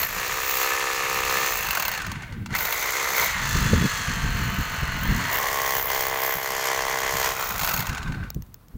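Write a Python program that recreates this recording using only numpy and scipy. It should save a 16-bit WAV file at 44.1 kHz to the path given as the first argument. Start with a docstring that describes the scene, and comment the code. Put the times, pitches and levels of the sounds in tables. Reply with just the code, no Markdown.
"""A harsh, rapid hammering: an electric hammer drill chisels at a brick wall outdoors. A short burst
coasts down in loose clanks; a long one follows, runs light for two seconds midway and coasts down too.
Every piston stroke knocks the housing, rattles the gearbox and strikes the steel bit, while gears and
fan whine underneath. The microphone moves round behind the worker from right to left; wind buffets
its port, and a finger brushes its case at the end."""
import sys
import numpy as np
from scipy import signal
from scipy.fft import rfft, irfft
from scipy.io import wavfile
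from scipy.ndimage import uniform_filter1d

SR = 44100
rng = np.random.default_rng(int(sys.argv[2]) if len(sys.argv) > 2 else 0)


def transcribe(u):
    """Save the signal u as a 16-bit wav file named by the first command-line argument.

    u: samples, shape (n,) or (channels, n), limited to [-1, 1]; the rate is SR.
    q: integer samples, one column per channel.
    """
    v = np.clip(np.atleast_2d(u).T, -1, 1)
    q = np.round(v * 32767).astype(np.int16)
    wavfile.write(sys.argv[1], SR, q)


N = 386757
T = np.arange(N) / SR
FULL_HZ = 66.2  # stroke rate at full speed

# Speed that trigger and load allow: t/s, stroke rate/Hz. All levels below are relative.
STROKE_RATE = [(0.0, 62), (0.1, 49.7), (0.2, 60.7), (0.35, 65.5), (0.7, 66.5), (1.1, 65.9), (1.47, 66.3),
               (2.8, 65.5), (3.1, 67.3), (3.45, 53.2), (4.03, 50.2), (4.15, 47.9), (4.55, 45.4),
               (5.015, 44.2), (5.205, 66.7), (5.42, 70.6), (5.56, 67.8), (5.66, 66.95), (5.92, 66.4),
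               (7.44, 66.15)]
# Motor released: start/s, end/s, effort/dB, rate below which blows weaken/Hz,
# change per halving of that rate/dB, extra while the bit still leans on the brick/dB
COASTS = [(1.486, 2.476, -30.5, 29.3, -6.5, 4), (7.425, 8.772, -31, 36, -5.5, 0.5)]
# How hard the drill works in four successive stretches: t/s, level/dB
FIRST_PUSH = [(0.0, -27), (0.032, -27.5), (0.064, -33), (0.196, -28), (0.572, -28), (0.612, -25),
              (0.946, -27), (1.17, -25), (1.24, -26.5), (1.322, -23.5), (1.44, -25)]
SECOND_PUSH = [(2.599, -32), (2.603, -25.5), (2.648, -28.5), (3.156, -25.5), (3.212, -21.5), (3.261, -25.5)]
LIGHT_RUN = [(3.33, -29.5), (3.62, -27), (4.118, -29.5), (4.96, -29), (5.27, -29.5)]
LONG_PUSH = [(5.33, -25.5), (5.79, -26.5), (5.85, -30), (5.92, -25), (6.11, -27), (6.29, -25), (6.4, -30.5),
             (6.42, -29), (6.71, -24.5), (6.801, -26), (7.29, -25), (7.36, -32), (7.44, -26)]
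# Seating of the bit: t/s, firmness (0 loose, 1 pressed home)
FIRMNESS = [(0, .2), (.2, .6), (.55, .96), (1.35, .95), (1.58, .75), (1.7, .3), (2.6, .15), (3.05, .75),
            (3.3, .3), (3.55, .92), (4.8, .88), (5.3, .35), (5.58, .97), (5.78, .98), (5.86, .7),
            (5.95, .98), (7.25, .96), (7.5, .5), (7.9, .2)]
# Acoustic shadow of the worker's back: t/s, depth (0-1)
SHADOW = [(3.75, 0.59), (4.7, 1), (5.25, 0.9), (5.45, 0.94)]
# Response of knock, rattle, ring and sizzle: base level/dB, dB per dB of effort, then the change
# when pressed home/dB, running light/dB, shadowed/dB, per halving of speed/dB
PART_RESPONSE = {"knock": (-37, 1.15, 4, -7, 0.5, -19), "rattle": (-30, 1, -2, 0.5, -1.67, 0),
                 "ring": (-34, 1, 1.6, 0.5, -9.5, -8), "sizzle": (-32, 1, -2.5, -7.5, -5.5, -42)}
# Housing response from each side: f/FULL_HZ, level/dB
KNOCK_RIGHT = [(2, -20), (3, -14), (4, -23), (5, -7), (6, -4), (7, 2), (8, 0), (9, -12), (10, -13),
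               (11, -6), (12, -1), (13, -14), (14, 0), (15, -1), (16, -2.5), (17, 1), (18, 4), (19, 5),
               (20, .5), (21, -6), (22, -6), (23, -13), (25, -8), (26, 2), (27, -1.5), (28, -1.5),
               (30, -11)]
KNOCK_LEFT = [(3, -20), (4, -12), (5, -10), (6, -3), (7, 3), (8, -7), (9, 1), (10, 3), (11, -3.5), (12, 2),
              (13, -1.5), (14, .5), (16, 2.5), (17, 1.5), (18, -2), (19, -15), (20, -5.5), (21, -6),
              (22, -3.5), (23, -8), (24, -9), (25, -1), (26, 0), (28, -10), (29, -1.5), (31, -7), (34, -16)]
# Housing clatter with the bit loose: f/Hz, level/dB
CLATTER = [(200, -18.5), (330, -9), (450, -7.5), (600, -2), (800, -8.5), (1100, 0.5), (1600, -45)]
# Gearbox spectra from four standpoints and in the last coast-down: f/Hz, level/dB
RATTLE_RIGHT = [(410, -28), (700, -12.5), (773, -5), (841, -16), (903, -7), (1060, -2.5), (1220, 0),
                (1390, -6.5), (1510, -8), (1780, 3.5), (1950, -3), (2670, -3.5), (3090, -12.5), (3800, -14),
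                (4940, -50), (8360, -120)]
RATTLE_CLOSE = [(410, -30), (700, -10.5), (812, -8), (923, -2), (1090, -6.5), (1280, -11), (1350, -1),
                (1470, -3), (1700, -6.5), (2080, 3.5), (2720, -14), (3800, -12.5), (4940, -52),
                (8360, -120)]
RATTLE_BEHIND = [(410, -31), (700, -4), (801, -19), (866, 1), (1010, -1), (1220, 4), (1340, 1), (1710, 3.5),
                 (2080, 1.5), (2380, -5), (2630, -1.5), (3800, -12), (4940, -33), (8360, -120)]
RATTLE_LEFT = [(410, -10.5), (700, -10.5), (773, -2.5), (872, -4), (1090, 2), (1260, -5.5), (1580, -7),
               (1940, 2.5), (2630, -14.5), (3070, -12), (3800, -16), (4940, -46), (8360, -120)]
RATTLE_COAST = [(410, -46), (700, -5.5), (1000, -1.5), (1480, 2.5), (1660, -20), (2490, -4), (2900, -23),
                (3800, -9), (4940, -44), (8360, -120)]
# Modes of the loose chuck and of the bit when clanking or free: f/Hz, bandwidth/Hz, level/dB
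CHUCK_MODES = [(1540, 81, 9), (1810, 180, -0.5), (2000, 130, 0.5), (2720, 110, -3), (4190, 160, -8),
               (6560, 95, -24)]
BLOW_MODES = [(1020, 120, -3), (1520, 75, -0.5), (2070, 43, -3), (2645, 70, 0.5), (3900, 64, -4),
              (4300, 51, 0), (6440, 130, -5)]
FREE_MODES = [(4270, 120, 3), (2010, 77, -10)]
# High steel ring, from the first coast-down through the light run: f/Hz, bandwidth/Hz, level/dB
HIGH_RING_MODES = [(6230, 50, 4), (4310, 42, -9.5)]
# The steel's ring from each side, and its topmost sizzle: f/Hz, level/dB
RING_RIGHT = [(1760, -28), (3000, -12.5), (3920, -1.5), (4290, 2.5), (4630, -1.5), (5220, -3), (6450, 2),
              (7170, 0), (8600, -11), (10000, -12.5), (13000, -21), (22000, -120)]
RING_LEFT = [(1760, -19), (3000, -7.5), (3150, 0), (3650, -16.5), (4200, -3.5), (4820, -4), (6750, -0.5),
             (8090, -10.5), (9130, -11.5), (10000, -16), (13000, -21), (22000, -120)]
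SIZZLE = [(5590, -48), (9500, -23), (11400, -15), (12700, -0.5), (13500, -9.5), (15200, 4.5), (16000, -14)]
# Surges of scraping as the bit bites: t/s, ring level/dB, sizzle level/dB
BITE = [(.7, 3.5, 0.5), (1.4, 3, -1), (1.6, 2.5, 8), (1.8, -1, -6.5), (2.6, 2, 3), (3.0, 3, -2.5),
        (3.6, 1, 0.5), (5.25, -1, 1), (5.37, -1.5, 1), (5.45, -1, 0), (5.6, -1, 1.5), (5.79, 3.5, 6),
        (5.85, -3, 6), (5.92, 1, -2), (6.03, 1, 5), (6.14, -3, 0), (6.22, -2.5, 3), (6.35, 0.5, 1.5),
        (6.65, 1.5, -1), (7.23, 2, -2), (7.4, 3.5, 6), (7.55, 2, 6)]
# Fresh brick sizzles most, until dust packs the hole: t/s, extra level/dB
FRESH_BRICK = [(0, 3), (2.56, 4.5), (5.33, 4)]
# Gear-mesh and fan lines: f/stroke rate, level/dB, change when coasting/dB
WHINE_ORDERS = [(15, -22, 0), (19, -18, 0), (21, -19, 0), (33, -15, -4), (51, -21, 0), (66, -10, -1.5)]
# How well the shell radiates the whine: f/Hz, level/dB
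SHELL_RADIATION = [(900, -2), (1100, 2), (1280, 0), (1500, 4), (1750, 5), (2080, 5), (2400, -3),
                   (3000, -4.5), (3400, -2), (3700, -14), (4400, -12)]
# Parts that sing out as grip and angle change: start/s, end/s, f/Hz, bandwidth/Hz, level/dB
SINGING_PARTS = [(0.619, 1.12, 1722, 25, -36), (1.52, 2.042, 2660, 150, -40), (5.337, 5.802, 1075, 45, -35),
                 (5.52, 5.8, 1910, 55, -38), (7.89, 8.307, 1536, 100, -43)]
# Single blows of the loose bit at low speed, and three sharp, bright clicks: t/s, level/dB
LOOSE_BLOWS = [(0.03, -14.5), (1.632, -19), (1.651, -19), (1.669, -17), (1.687, -17.5), (1.707, -13),
               (1.728, -20), (1.75, -15), (1.772, -15), (1.797, -14), (1.823, -14.5), (1.851, -14),
               (1.88, -13.5), (1.915, -16), (1.937, -18.5), (1.949, -19), (1.976, -18), (2.018, -20.5),
               (2.065, -21), (2.116, -20.5), (2.2216, -29.5), (2.324, -33), (2.4598, -24.5), (2.527, -28),
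               (2.5504, -18), (2.5615, -16), (2.587, -16.5), (2.6527, -15), (2.724, -14), (7.593, -15.5),
               (7.612, -17), (7.632, -14), (7.646, -13.5), (7.674, -14.5), (7.691, -14), (7.715, -18),
               (7.739, -13), (7.774, -16), (7.793, -18.5), (7.804, -17), (7.824, -19), (7.868, -17.5),
               (7.894, -20), (7.948, -22), (7.979, -22.5), (8.029, -25), (8.121, -28)]
BRIGHT_CLICKS = [(0.049, -14.5), (2.5504, -16), (7.804, -18)]
# Spectrum of a loose blow: f/Hz, level/dB
CLANK = [(600, 0), (1050, 3.5), (1550, 0.5), (2100, -1.5), (2600, -2.5), (3300, -4), (4350, -6),
         (5200, -8.5), (6500, -5), (9500, -21), (15000, -23)]
# Finger taps on the case: t/s, level/dB
TAPS = [(8.303, -17.5), (8.346, -27.5), (8.4223, -30), (8.4652, -45), (8.543, -27), (8.6837, -40)]
# Response of the case: f/Hz, level/dB
CASE_RESPONSE = [(500, 2), (1500, -3), (4000, -4), (6500, 2), (10000, -15), (15500, 6.5)]
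# Wind strength at the port: t/s, level/dB
WIND_STRENGTH = [(0, -41.5), (.6, -48), (1.35, -40.5), (1.65, -41), (2.53, -37.5), (2.7, -48.5),
                 (3.25, -46.5), (3.4, -34), (3.8, -28.5), (3.92, -37.5), (4.4, -29.5), (4.7, -38.5),
                 (5.12, -29.5), (5.3, -38.5), (6.1, -48.5), (7.4, -43.5), (8.1, -36.5), (8.7, -49.5)]
# Single gusts: t/s, level/dB, rise time/s
GUSTS = [(2.074, -25, 0.013), (2.507, -18, 0.013), (3.538, -13.5, 0.02), (3.608, -16, 0.012),
         (3.719, -14.5, 0.019), (3.779, -16, 0.033), (3.837, -10.5, 0.01), (4.229, -19, 0.015),
         (4.279, -18, 0.011), (4.4, -19.5, 0.021), (4.578, -11, 0.013), (4.818, -17, 0.0091),
         (5.08, -14.5, 0.013), (5.142, -15.5, 0.0098), (6.348, -28.5, 0.012), (7.129, -29, 0.017),
         (7.78, -21, 0.014), (7.881, -20.5, 0.024), (8.068, -23, 0.029), (8.191, -26, 0.028),
         (8.34, -23.5, 0.026), (8.738, -24, 0.014)]
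# Spectra of wind rumble, flutter, gust thumps and the outdoor background: f/Hz, level/dB
RUMBLE = [(15, -14), (35, 1.5), (75, -2), (130, -15.5)]
FLUTTER = [(70, -9.5), (115, 0.5), (190, -3), (270, -13), (400, -23.5), (900, -71)]
THUMP = [(60, -9), (130, 7), (240, -4), (380, -19), (600, -41)]
AIR = [(59, -35), (100, -2), (249, -21), (358, -10), (452, -5), (595, -11), (1150, -8.5), (2320, -20.5),
       (8830, -27), (16000, -18)]


def drill():
    """Superposition: one shaft drives every part, so their pulses and tones share one stroke rate."""
    hz, effort_db, halvings = shaft()
    strokes = np.cumsum(hz) / SR
    press = np.clip(curves(FIRMNESS)[0], 0, 1)
    knock_db, rattle_db, ring_db, sizzle_db = part_levels(effort_db, press, halvings)
    knock = undb(knock_db) * housing(strokes, hz, press)
    gears = undb(rattle_db) * (gearbox(strokes, hz, press) + motor_whine(strokes, hz))
    machine = knock + gears + singing_parts(strokes)
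    steel = bit(strokes, hz, ring_db, sizzle_db) + loose_blows()
    return machine + reflections(steel + bright_clicks())


def shaft(coast_s=1.29, spin_up_s=.125, shake_hz=42, lean_s=.11):
    """Friction brakes the released motor. Gives stroke rate, effort and halvings of the rate."""
    hz = curves(STROKE_RATE)[0]
    effort_db = curves(np.vstack([FIRST_PUSH, SECOND_PUSH, LIGHT_RUN, LONG_PUSH]))[0]
    fall_db, halvings = 0, 0
    for let_go, until, coast_db, strike_hz, halving_db, lean_db in COASTS:
        released = T > let_go
        run_down = np.clip(1 - (T - let_go) / coast_s, 0, 1) ** 2
        spin_up = 1 - np.exp(-np.maximum(T - until, 0) / spin_up_s)
        hz = np.maximum(hz * np.maximum(run_down, spin_up), 2)
        shake_db = 3 * np.exp(-((hz - shake_hz) / 5) ** 2)  # the loose tool shakes harder near this rate
        leaning = np.exp(-((T - let_go) / lean_s) ** 2)
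        effort_db = np.where(released & (T < until), coast_db + shake_db + lean_db * leaning, effort_db)
        halvings = np.where(released, np.maximum(np.log2(strike_hz / hz), 0), halvings)
        fall_db = np.where(released, halving_db, fall_db)
    return hz, uniform_filter1d(effort_db, size=1500) + fall_db * halvings, halvings


def running_light(start=3.27, end=5.3, ease_s=.0094):
    """Unloading: 1 while the bit is drawn back from the brick, else 0."""
    return (crossfade(start, start + ease_s)[1] * crossfade(end, end + ease_s)[0]) ** 2


def part_levels(effort_db, press, halvings, usual_db=-28, dust_s=.89):
    """Radiation follows the driving force; slow strokes and the worker's shadow dull the steel."""
    light, shadow = running_light(), curves(SHADOW)[0]
    knock, rattle, ring, sizzle = (
        base_db + follow * (effort_db - usual_db) + press_db * press + light_db * light
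        + shadow_db * shadow + slow_db * halvings
        for base_db, follow, press_db, light_db, shadow_db, slow_db in PART_RESPONSE.values())
    jolt_db = 7.5 * np.exp(-((T - 2.553) / .015) ** 2)  # the gears take up their slack at the restart
    fresh_db = sum(db * (T >= s) * np.exp(-np.abs(T - s) / dust_s) for s, db in FRESH_BRICK)
    uneven_db = wander(12)  # uneven brick makes the scraping waver
    ring_bite, sizzle_bite = curves(BITE)
    sizzle = sizzle + uneven_db + fresh_db + sizzle_bite
    return knock, rattle + jolt_db, ring + uneven_db + ring_bite, sizzle


def housing(strokes, hz, press, hum_db=-23):
    """Periodic impact: piston knocks make a harmonic buzz under pressure, a clatter when loose."""
    pulses = stroke_pulses(strokes, jitter=.002, scatter_db=.8)
    # The small shell radiates little bass.
    pulses = signal.sosfilt(signal.butter(4, 270, "high", fs=SR, output="sos"), pulses)
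    for centre_hz in (502, 829, 1250, 1895):  # dispersion: all-pass stages delay these bands
        pulses = pulses - 2 * signal.lfilter(*signal.iirpeak(centre_hz, 3.5, SR), pulses)
    right = colour(pulses, [(k * FULL_HZ, db) for k, db in KNOCK_RIGHT])
    left = colour(pulses, [(k * FULL_HZ, db) for k, db in KNOCK_LEFT])
    hum = np.sqrt(2) * np.sin(2 * np.pi * 2 * strokes)  # the body shakes at twice the stroke rate
    before, after = crossfade(4.7, 4.75)
    buzz = before * right + after * (undb(-.5) * left + undb(hum_db) * hum)
    clatter = noise() * (.5 + stroke_envelope(strokes, hz, lead=.26, decay_s=.034, scatter_db=2))
    return np.sqrt(press) * buzz + undb(-2.5) * np.sqrt(1 - press) * colour(clatter, CLATTER)


def gearbox(strokes, hz, press):
    """Contact noise: gears and piston rattle before and at each blow; the slack chuck and bit ring."""
    swing = stroke_envelope(strokes, hz, lead=.32, decay_s=.0024, scatter_db=3)
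    blow = stroke_envelope(strokes, hz, lead=.047, decay_s=.0088, scatter_db=3)
    light = running_light()
    pulsing = .39 * swing ** 2 + .5 * blow ** 2
    power = .5 + pulsing + .5 * light * (pulsing.mean() - pulsing)  # steadier when running light
    shake = tooth_contacts(strokes, press, light) * np.sqrt(power)
    rattle = colour(shake, RATTLE_RIGHT)
    for spectrum, start, end in [(RATTLE_CLOSE, 2.1, 2.5), (RATTLE_BEHIND, 3.25, 3.45),
                                 (RATTLE_LEFT, 5.05, 5.4), (RATTLE_COAST, 7.2, 7.6)]:
        old, new = crossfade(start, end)
        rattle = old * rattle + new * colour(shake, spectrum)
    slack = np.clip(1 - hz / FULL_HZ, 0, 1)  # at low speed the bit lies loose in the chuck
    chuck = undb(-9.5 + 12.8 * slack * (1 - light)) * resonate(noise() * (.89 + blow), CHUCK_MODES)
    free_bit = undb(-11.5) * light * resonate(noise(), FREE_MODES)
    return undb(1.5 - 2 * slack) * rattle + chuck + free_bit


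def tooth_contacts(strokes, press, light):
    """Periodicity: the same teeth touch on every turn, so part of their noise becomes harmonic."""
    phases, orders = np.exp(2j * np.pi * rng.random(257)), np.arange(257)
    cycles = (irfft(phases * (orders > lowest)) for lowest in (30, 8))
    upper, wide = (unit(np.interp(strokes % 1, np.linspace(0, 1, 512), cycle)) for cycle in cycles)
    repeating = (1 - light) * upper + light * wide  # running light, lower harmonics buzz too
    share = (.52 - .15 * light) * press ** 2
    return np.sqrt(share) * repeating + np.sqrt(1 - share) * noise()


def bit(strokes, hz, ring_db, sizzle_db):
    """Impact excitation: the struck steel rings, bounces and crushes grit."""
    strike = stroke_envelope(strokes, hz, lead=.02, decay_s=.0042, scatter_db=1.5)
    bounce = stroke_envelope(strokes, hz, lead=.55, decay_s=.003, scatter_db=3)
    grit = noise() * undb(2 * wander(1500))
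    right = colour(grit * np.sqrt(5 + strike ** 2 + .14 * bounce ** 2), RING_RIGHT)
    _, entering = crossfade(1.4, 1.46)
    right = right + undb(-11) * entering * resonate(grit * (1.3 + strike), HIGH_RING_MODES)
    left = undb(3) * colour(grit * np.sqrt(.76 + strike ** 2), RING_LEFT)
    before, after = crossfade(5.1, 5.5)  # late in the long burst the ring is heard from the left
    sizzle = colour(grit * np.sqrt(.5 + strike ** 2 + .011 * bounce ** 2), SIZZLE)
    # As the tip shifts in the hole, the top resonances wax and wane independently.
    shimmer = sum((undb(4 * wander(7)) - 1) * signal.lfilter(*signal.iirpeak(mode_hz, 14, SR), sizzle)
                  for mode_hz in (12600, 13900, 15100))
    return undb(ring_db) * (before * right + after * left) + undb(sizzle_db) * unit(sizzle + shimmer)


def motor_whine(strokes, hz, pull_hz_per_s=300):
    """Rotational harmonics: gear teeth and fan blades whine at multiples of the stroke rate."""
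    light = running_light()
    hammering = np.clip((hz - 34) / 20, 0, 1) * (1 - light)
    acceleration = np.gradient(hz) * SR
    pull = np.clip(acceleration / pull_hz_per_s, 0, 1) ** 3  # speeding up loads the gears
    coasting = (acceleration < 0) * np.clip((42 - hz) / 8, 0, 1)
    smoothness = np.maximum(light, .6 * coasting)
    turns = strokes + (.0011 + .0016 * (1 - smoothness)) * wander(160) + .003 * wander(25)
    shell_hz, shell_db = np.transpose(SHELL_RADIATION)
    whine = 0
    for order, db, coast_db in WHINE_ORDERS:
        line_db = db + coast_db * coasting + np.interp(order * hz, shell_hz, shell_db) + 2.5 * wander(40)
        whine = whine + undb(line_db) * np.sin(2 * np.pi * order * turns)
    return undb(4 + 3 * pull - 10 * hammering) * whine


def singing_parts(strokes):
    """Forced resonance: the strokes set single parts of the tool ringing for a while."""
    drive = unit(stroke_pulses(strokes, jitter=.005, scatter_db=2)) + .6 * noise()
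    out = np.zeros(N)
    for start, end, hz, width, db in SINGING_PARTS:
        span = slice(int(start * SR), int(end * SR))
        ring = resonate(drive[span], [(hz, width, 0)])
        ring = resonate(ring, [(hz, 4 * width, 0)])  # steepens the skirts of the peak
        out[span] += undb(db) * ring * signal.windows.tukey(len(ring), .3)
    return out


def loose_blows(decay_s=.0045):
    """Free vibration: the bit clanks on chuck and brick and rings on; harder blows are brighter."""
    age = T[:SR // 16]
    envelope = (1 - np.exp(-age / .0003)) * (np.exp(-age / decay_s) + .1 * np.exp(-age / .018))
    body, treble = np.zeros((2, N))
    for s, db in LOOSE_BLOWS:
        span = slice(int(s * SR), int(s * SR) + len(age))
        contact = undb(db) * envelope * rng.standard_normal(len(age))
        body[span] += contact
        treble[span] += undb(1.5 * (db + 19)) * contact
    clank = undb(-8) * colour(body, CLANK) + undb(-13) * resonate(body, BLOW_MODES)
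    return np.std(body) * clank + undb(-15) * np.std(treble) * colour(treble, SIZZLE)


def bright_clicks():
    """Impulsive transients: three very short bursts of treble noise are heard as sharp clicks."""
    clicks = sum(undb(db) * noise_burst(s, decay_s=.00091) for s, db in BRIGHT_CLICKS)
    return np.std(clicks) * colour(clicks, SIZZLE)


def reflections(x, echo_db=-13):
    """Early reflection: wall, pillar and ground within arm's reach scatter a short tail."""
    scatter = noise_burst(.0015, decay_s=.0075)[:SR // 20]
    return x + undb(echo_db) * signal.fftconvolve(x, scatter / np.linalg.norm(scatter))[:N]


def finger():
    """Structure-borne sound: a finger sliding over the microphone's case makes dry ticks."""
    taps = sum(undb(db) * noise_burst(s, decay_s=.0014) for s, db in TAPS)
    return undb(-3.5) * np.std(taps) * colour(taps, CASE_RESPONSE)


def wind(breeze_db=-38.5, flutter_growth=1.37):
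    """Turbulent pressure at the port: a deep rumble and quicker thumps that crackle in strong gusts."""
    strength_db, swell = curves(WIND_STRENGTH)[0] + 2 * wander(9), gusts()
    flutter_db = breeze_db - 2.5 + flutter_growth * (strength_db - breeze_db)
    flutter = undb(flutter_db) * eddies(FLUTTER, rate_hz=45, depth_db=3.6)
    flutter = flutter + undb(-7) * swell * eddies(THUMP, rate_hz=40, depth_db=2.3)
    rumble = (undb(strength_db - 2) + undb(-13) * swell) * eddies(RUMBLE, rate_hz=22, depth_db=4.3)
    pressure = flutter * np.abs(flutter)  # grows with the square of an eddy's speed
    crackle = np.std(flutter ** 2) * colour(pressure * noise(), [(250, -5.5), (450, 1), (750, -18)])
    return rumble + flutter + undb(3) * crackle


def eddies(spectrum, rate_hz, depth_db):
    """Intermittency: turbulence of even strength breaks into puffs."""
    flow = colour(noise(), spectrum)
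    flow = flow / np.sqrt(uniform_filter1d(flow ** 2, size=3000) + 1e-3)
    return unit(flow * undb(depth_db * np.minimum(wander(rate_hz), 1)))


def gusts():
    """Amplitude envelope of unsteady flow: each gust swells against the port and dies away."""
    swell = np.zeros(N)
    for s, db, rise_s in GUSTS:
        span = slice(int(s * SR), int(s * SR) + SR // 3)
        age = np.maximum(T[span] - s, 0) / rise_s
        swell[span] += undb(db) * (age * np.exp(1 - age)) ** 2
    return swell


def outdoor_air(level_db=-59):
    """Ambient noise: a faint broadband hush whose level wavers."""
    return undb(level_db + 2 * wander(30)) * colour(noise(), AIR)


def stroke_pulses(strokes, jitter, scatter_db, lead=.1):
    """Impulse train: one pulse a stroke, uneven in time and size; jitter and lead are in strokes."""
    chance = rng.standard_normal((int(strokes[-1]) - 1, 2))
    at = np.interp(np.arange(len(chance)) + 1 - lead + jitter * chance[:, 0], strokes, np.arange(N))
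    size, sample = undb(scatter_db * chance[:, 1]), at.astype(int)
    early = np.bincount(sample, size * (1 - at % 1), N + 2)
    late = np.bincount(sample + 1, size * (at % 1), N + 2)
    return (early + late)[:N]


def stroke_envelope(strokes, hz, lead, decay_s, scatter_db):
    """Exponential decay, renewed at a random size `lead` of a cycle before each stroke; rms 1."""
    place = strokes + lead + 2
    chance = np.clip(rng.standard_normal(2048), -2, 1.5)[place.astype(int)]
    decay = np.exp(-(place % 1) / hz / decay_s)
    return unit(uniform_filter1d(undb(scatter_db * chance) * decay, size=70))


def noise_burst(s, decay_s):
    """Damped transient: noise that starts at time s and decays exponentially."""
    out, start = np.zeros(N), int(s * SR)
    age = T[:min(SR // 20, N - start)]
    out[start:start + len(age)] = rng.standard_normal(len(age)) * np.exp(-age / decay_s)
    return out


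def resonate(x, modes):
    """Modal superposition of resonances (f/Hz, bandwidth/Hz, level/dB); rms 1."""
    return unit(sum(undb(db) * signal.lfilter(*signal.iirpeak(hz, hz / width, SR), x)
                    for hz, width, db in modes))


def colour(x, points, size=4096):
    """Minimum-phase filter through points (f/Hz, level/dB), falling steeply beyond them; rms 1."""
    hz, db = np.transpose(sorted(points))
    octave = np.log2(np.maximum(np.arange(size // 2 + 1), .5) * SR / size)
    outside = np.abs(octave - np.clip(octave, np.log2(hz[0]), np.log2(hz[-1])))
    gain_db = np.maximum(np.interp(octave, np.log2(hz), db) - 40 * outside, db.max() - 70)
    cepstrum = irfft(gain_db * np.log(10) / 20)
    cepstrum[1:size // 2] *= 2
    cepstrum[size // 2 + 1:] = 0
    return unit(signal.fftconvolve(x, irfft(np.exp(rfft(cepstrum))))[:N])


def crossfade(start, end):
    """Equal-power law: a falling and a rising weight between two times."""
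    share = np.clip((T - start) / (end - start), 0, 1)
    return np.sqrt(1 - share), np.sqrt(share)


def wander(rate_hz):
    """Random modulation: smoothed steps at the given rate; rms 1."""
    hold = int(SR / rate_hz)
    steps = np.repeat(rng.standard_normal(N // hold + 1), hold)
    return unit(uniform_filter1d(uniform_filter1d(steps, hold), hold)[:N])


def noise():
    """White Gaussian noise."""
    return rng.standard_normal(N)


def curves(table):
    """Linear interpolation of a table's columns in time."""
    s, *columns = np.transpose(table)
    return [np.interp(T, s, column) for column in columns]


def undb(db):
    """Decibels to amplitude ratio."""
    return np.exp(np.asarray(db) * (np.log(10) / 20))


def unit(x):
    """Normalisation to rms 1."""
    return x / np.sqrt(np.mean(x ** 2))


def scene():
    """Pressures add in one channel: drill, finger, wind and air; the drill fades as the taps begin."""
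    running, _ = crossfade(8.27, 8.34)
    tool = running * drill()
    air = outdoor_air()
    return (tool + finger() + wind() + air)[None]


def record(dry, top_hz=15900):
    """Band limiting: the microphone's steep low-pass cuts the highest treble."""
    return signal.sosfilt(signal.ellip(10, .2, 70, top_hz, fs=SR, output="sos"), dry)


dry = scene()
out = record(dry)
transcribe(out)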